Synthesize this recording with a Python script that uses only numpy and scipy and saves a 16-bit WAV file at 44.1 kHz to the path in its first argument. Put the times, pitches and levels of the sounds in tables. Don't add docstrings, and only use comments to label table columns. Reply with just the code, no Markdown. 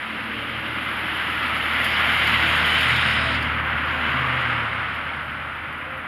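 import sys
import numpy as np
from scipy import signal
from scipy.fft import rfft, irfft, next_fast_len
from scipy.io import wavfile
from scipy.ndimage import uniform_filter1d

SR = 44100
rng = np.random.default_rng(int(sys.argv[2]) if len(sys.argv) > 2 else 0)


def gain_from_db(level_db):
    decades = np.asarray(level_db, float) / 20
    return 10 ** decades


def inscribe(sig):
    pcm = np.round(np.clip(np.atleast_2d(sig).T, -1, 1) * 32767)
    wavfile.write(sys.argv[1], SR, pcm.astype(np.int16))


N = 267741
TIME = np.arange(N) / SR
SIZE = next_fast_len(N)
HZ = np.arange(SIZE // 2 + 1) * SR / SIZE + 1e-9


def curves(table):
    s, *columns = np.transpose(table)
    return [np.interp(TIME, s, c) for c in columns]


def colour(points):
    hz, db = np.transpose(points)
    return gain_from_db(np.interp(np.log(HZ), np.log(hz), db, -120, -120))


def coloured(spectrum, points):
    part = irfft(spectrum * colour(points), SIZE)[:N]
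    return part / part.std()


def walk(rate_hz):
    hold = int(SR / rate_hz)
    steps = np.repeat(rng.standard_normal(N // hold + 1), hold)
    slewed = uniform_filter1d(uniform_filter1d(steps, hold), hold)
    return 1.3 * slewed[:N]


def swell(start_s, length_s):
    return np.sin(np.pi * np.clip((TIME - start_s) / length_s, 0, 1))


def tone(hz, db, wobble_rad):
    phase = 2 * np.pi * np.cumsum(hz) / SR + wobble_rad * walk(6.6)
    return np.sqrt(2) * gain_from_db(db) * np.sin(phase)


def tones(table, flutter_db, rate_hz, wobble_rad):
    out = 0
    for start_s, length_s, hz, db in table:
        level_db = db + flutter_db * walk(rate_hz)
        out = out + swell(start_s, length_s) * tone(np.full(N, 1. * hz), level_db, wobble_rad)
    return out


def drops(rate_hz, spread_db, tail_s):
    hits = (rng.random(N) < rate_hz / SR) * gain_from_db(spread_db * rng.exponential(size=N))
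    pole = np.exp(-1 / (tail_s * SR))
    return signal.lfilter([1], [1, -pole], hits)


def firing_gate(depth):
    turn = 2 * np.pi * np.cumsum(curves(ENGINE)[0]) / SR
    return 1 + depth * (np.cos(turn) + 0.74 * np.cos(turn / 2))


# (time [s], nearness [dB], wet road in view [dB], facing [dB], nose bright, tail dull)
CAR = [(0.0, -12.5, -2.5, -0.5), (0.45, -11.5, -5, 4), (0.8, -10, -3.5, 3), (1.1, -8, -4.5, 6),
       (1.45, -7, -2.5, 3), (1.8, -3.5, -5, 6.5), (2.2, -1.1, -4, 5), (2.5, -1.2, -2.5, 1.5),
       (2.8, -1, -0.5, -1), (3.1, -3, -1, -5), (3.35, -5.5, -3.5, -6), (3.62, -7, -13.5, 9),
       (4.05, -5, -10, 5.5), (4.45, -5, -9.5, 0.5), (4.75, -8.5, -9.5, -3), (5.2, -13, -8, -7),
       (5.6, -14.5, -10.5, -2), (6.07, -15, -11, 0)]


def zones(source, points, table, flicker_db, rate_hz, lowest_extra_db=0):
    spectrum = rfft(source, SIZE) * colour(points)
    log_centres = np.log(np.transpose(table)[0])
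    near_db, wet_db, facing_db = curves(CAR)
    out = 0
    for k, (_, db, near, wet, facing) in enumerate(table):
        share = np.interp(np.log(HZ), log_centres, np.arange(len(table)) == k)
        part = irfft(spectrum * share, SIZE)[:N]
        level_db = db + near * near_db + wet * wet_db + facing * facing_db
        level_db = level_db + lowest_extra_db * (k == 0)
        out = out + part / part.std() * gain_from_db(level_db + flicker_db * walk(rate_hz))
    return out


# (centre [Hz], level at nearest [dB], shares of nearness, wetness, facing [1])
BODY = [(293, -38, 0.21, 0.025, -0.0086), (634, -34.5, 0.75, -0.14, -0.1)]
# (frequency [Hz], level [dB per Hz])
BODY_COLOUR = [(120, -29), (170, -6), (230, 0), (310, -3.5), (410, -9), (530, -3.5), (800, -2.5),
               (1000, -4), (1250, -23)]


def body():
    rise_s, leaves_s, fall_s, away_db = 0.16, 4.36, 0.66, -5
    away = np.clip((TIME - leaves_s) / fall_s, 0, 1) + np.clip(1 - TIME / rise_s, 0, 1)
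    noise = rng.standard_normal(N)
    return zones(noise, BODY_COLOUR, BODY, 0.1, rate_hz=18, lowest_extra_db=away_db * away)


# (centre [Hz], level at nearest [dB], shares of nearness, wetness, facing [1])
ROAR = [(1376, -25, 0.87, -0.3, -0.094), (2115, -23, 0.95, 0.078, -0.029), (3080, -26, 1.06, 0.42, 0.081),
        (4680, -35.5, 1.205, 0.67, -0.026)]
# (frequency [Hz], level [dB per Hz])
ROAR_COLOUR = [(750, -15.5), (950, -6), (1150, -1), (1400, 2.5), (1800, -0.8), (2050, 0.5), (2500, -2.5),
               (3050, -0.5), (3600, -11.5), (4200, -22), (5000, -27.5), (5800, -35.5), (6500, -60)]


def roar():
    patches_db = 0.65 * walk(33)
    source = rng.standard_normal(N) * firing_gate(0.064) * gain_from_db(patches_db)
    return zones(source, ROAR_COLOUR, ROAR, 0.18, rate_hz=25)


# (centre [Hz], level at nearest [dB], shares of nearness, wetness, facing [1])
SPRAY = [(6700, -48.5, 1.57, 0.84, 0.12), (8880, -46, 1.03, 1.11, -0.36), (10840, -51, 0.69, 1.7, 1.55),
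         (13700, -54.5, 0.95, 1.2, 0.7)]
# (frequency [Hz], level [dB per Hz])
SPRAY_COLOUR = [(5300, -34), (5900, -6), (6600, -3), (7500, -3.5), (8500, -3.5), (9500, -1), (11000, 1.5),
                (12500, -4.5), (14000, -10), (15600, -16)]


def spray():
    wheel_hz = 12
    surge_db, flutter_db = 0.18 * walk(24), 0.66 * walk(70)
    wheel = 1 + 0.085 * np.cos(2 * np.pi * wheel_hz * TIME + 0.85 * walk(1.8))
    source = rng.standard_normal(N) * firing_gate(0.07) * wheel * gain_from_db(surge_db + flutter_db)
    source = source * (1 + 0.14 * drops(400, 2.6, 0.0018))
    return zones(source, SPRAY_COLOUR, SPRAY, 0.65, rate_hz=23)


# (time [s], firing rate [Hz], level [dB])
ENGINE = [(0.0, 75.3, -53.5), (0.6, 76.9, -46.5), (0.9, 77.4, -47.5), (1.5, 77.8, -41.5), (2.1, 78.8, -39),
          (2.4, 78.4, -34.5), (2.85, 78.9, -36), (3.3, 77.9, -34), (3.65, 77, -35), (4.2, 77.9, -38.5),
          (4.8, 78.1, -44), (5.4, 78.6, -44), (6.07, 80, -50.5)]


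def passing_engine():
    half_db, upper_db, upper_quiet_db = -27, -7, -7
    upper_start_hz, sags_s, sag_hz_per_s, upper_rise_s = 155.4, 2.1, 2.6, 0.15
    intake_db, intake_fade_db_per_s, intake_waver_db = 3, 3.5, 3
    hz, db = curves(ENGINE)
    upper_hz = upper_start_hz - sag_hz_per_s * np.maximum(TIME - sags_s, 0)
    upper_level_db = db + upper_db + upper_quiet_db * np.clip((sags_s - TIME) / upper_rise_s, 0, 1)
    out = tone(hz, db, 0.13) + tone(hz / 2, db + half_db, 0.2) + tone(upper_hz, upper_level_db, 0.12)
    intake = gain_from_db(db + intake_db - intake_fade_db_per_s * TIME + intake_waver_db * walk(4.01))
    pull = gain_from_db(-51) * swell(2.95, 0.9)
    return out + (intake + pull) * tone(3 * hz / 2, 0, 0.14)


# (frequency [Hz], level [dB per Hz])
TRAFFIC = [(15, -42), (25, -24), (40, -7), (55, -8), (90, -3.5), (130, 2.5), (180, -7), (260, -27)]
# (frequency [Hz], level [dB per Hz])
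FAR_HISS = [(5300, -40), (6000, -7), (7000, -7), (8600, 0.5), (10500, 0), (12500, -5), (14000, -10),
            (15600, -13)]


def traffic():
    hiss_db, rumble_db, engine_share = -64, -40.5, 0.55
    low = coloured(rfft(rng.standard_normal(N), SIZE), TRAFFIC)
    hiss = coloured(rfft(rng.standard_normal(N), SIZE), FAR_HISS)
    engine_db = curves(ENGINE)[1]
    low_db = rumble_db + engine_share * (engine_db - engine_db.max()) + 1.1 * walk(3.13)
    return hiss * gain_from_db(hiss_db) + low * gain_from_db(low_db)


# (start
# [s], length [s], centre [Hz], width [Hz], level [dB])
SWISHES = [(0.0, 1.0, 2900, 700, -40), (1.6, .45, 2050, 250, -31), (1.9, .35, 750, 250, -39),
           (3.75, .6, 6900, 1400, -67), (0.0, 1.9, 308, 40, -45), (.1, .8, 560, 30, -52),
           (.1, .7, 470, 25, -53), (1.25, .55, 1300, 120, -33), (1.9, .5, 2120, 200, -30),
           (2.6, .26, 3020, 200, -30), (2.85, .3, 3700, 350, -35), (3.1, .32, 3750, 400, -39),
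           (2.9, .5, 5000, 400, -47), (4.0, .5, 1150, 150, -34), (1.83, .2, 4800, 1100, -45),
           (2.255, .06, 3500, 900, -35), (2.42, .07, 3600, 700, -37), (3.29, .1, 4300, 1400, -45),
           (2.74, .12, 2200, 600, -30), (2.95, .25, 1600, 500, -31), (2.5, .1, 1600, 400, -30)]


def swishes():
    out = np.zeros(N)
    for start_s, length_s, hz, width_hz, db in SWISHES:
        span = slice(int(max(start_s, 0) * SR), int((start_s + length_s) * SR))
        age = TIME[span] - start_s
        peak = signal.iirpeak(hz, hz / width_hz, SR)
        ring = signal.lfilter(*peak, rng.standard_normal(3 * SR))
        ring = signal.lfilter(*peak, ring)
        out[span] += ring[:len(age)] / ring.std() * gain_from_db(db) * np.sin(np.pi * age / length_s)
    return out


# (start [s], length [s], frequency [Hz], level [dB])
HUMS = [
    (0.02, 0.65, 223, -42.5),
    (1.15, 1.7, 218.9, -47.5),
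    (1.8, 2.1, 184.5, -48),
    (0.05, .6, 109, -49),
    (3.5, 1.3, 526.6, -50),
    (5.7, 0.43, 525, -49.5),
]


def hums():
    return tones(HUMS, 3.3, 12, 0.31)


# (time [s], peak [dB], low part [dB], top part [dB], length [ms])
GRIT = [(1.843, -23.5, -30, -46, 4.7), (2.269, -40, -35, -48, 11), (2.424, -40, -46, -54, 10),
        (2.6567, -38, -44, -52, 9), (2.8065, -37, -39, -46, 11), (2.960, -39, -38, -55, 9),
        (3.103, -46, -41, -58, 13), (3.345, -49, -41, -68, 14), (3.423, -43, -43, -72, 12),
        (3.449, -54, -52, -70, 8.05), (4.94, -54, -58, -70, 31), (5.205, -56, -64, -70, 15),
        (5.555, -60, -67, -61, 14), (5.7255, -51, -57, -69, 10), (5.779, -56, -66, -71, 10),
        (5.9076, -57, -67, -70, 8.4), (5.97, -53, -66, -71, 24)]


def grit():
    peak = [(8300, -14), (10500, -4), (12800, -9)]
    low = [(3500, -16), (4700, 2), (5800, -12), (7800, -9)]
    top = [(11500, -9), (13000, 0), (15600, -6)]
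    noise = rfft(rng.standard_normal(N), SIZE)
    out = 0
    for column, points, trim_db in ((1, peak, -10.5), (2, low, -4), (3, top, -4)):
        env = np.zeros(N)
        for row in GRIT:
            first = int(row[0] * SR)
            age = TIME[:min(SR // 6, N - first)]
            fall = np.exp(-(1000 * age / row[4]) ** 2) + 0.47 * np.exp(-age / 0.037)
            rise = 1 - np.exp(-age / 0.0015)
            env[first:first + len(age)] += gain_from_db(row[column] + trim_db) * rise * fall
        out = out + env * coloured(noise, points)
    return out


# (time [s], firing rate [Hz], level [dB])
REVS = [
    (2.1, 104.4, -55),
    (2.62, 115.2, -47),
    (2.85, 121, -33),
    (3.45, 135, -47),
    (3.7, 138.1, -52),
    (3.95, 136.8, -47),
    (4.2, 130.1, -31.5),
    (4.75, 109.3, -38.5),
    (4.97, 102.5, -52),
]
# (multiple of firing [1], start [s], length [s], level [dB])
OVERTONES = [
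    (1.75, 2.75, .9, -40),
    (2, 3.1, .5, -42),
    (2, 3.9, .85, -44),
    (1.75, 3.9, .3, -44),
]


def revving_engine():
    hz, db = curves(REVS)
    running = (TIME > REVS[0][0]) & (TIME < REVS[-1][0])
    out = running * tone(hz, db, 0.15)
    for multiple, start_s, length_s, level_db in OVERTONES:
        out = out + swell(start_s, length_s) * tone(multiple * hz, level_db, 0.18)
    return out


# (start [s], length [s], frequency [Hz], level [dB])
CHIRPS = [
    (3.16, 0.26, 660, -39),
    (2.38, 0.13, 322, -41),
    (5.015, .065, 11930, -66),
    (5.225, 0.072, 11950, -67),
    (5.295, 0.032, 11920, -68),
    (5.33, .2, 11950, -77),
    (5.9, 0.043, 11850, -71),
]


def chirps():
    return tones(CHIRPS, 3.4, 100, 1.2)


def scene():
    car = body() + roar() + spray() + passing_engine() + swishes() + grit() + chirps()
    return (car + revving_engine() + hums() + traffic())[None]


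def band_limit(x):
    return signal.sosfilt(signal.butter(12, 15670, fs=SR, output="sos"), x)


# (centre [Hz], width [Hz])
NOTCHES = [(6000, 970), (7980, 1800)]


def record(dry):
    for hz, width_hz in NOTCHES:
        dry = signal.lfilter(*signal.iirnotch(hz, hz / width_hz, SR), dry)
    return band_limit(dry)


dry = scene()
out = record(dry)
inscribe(out)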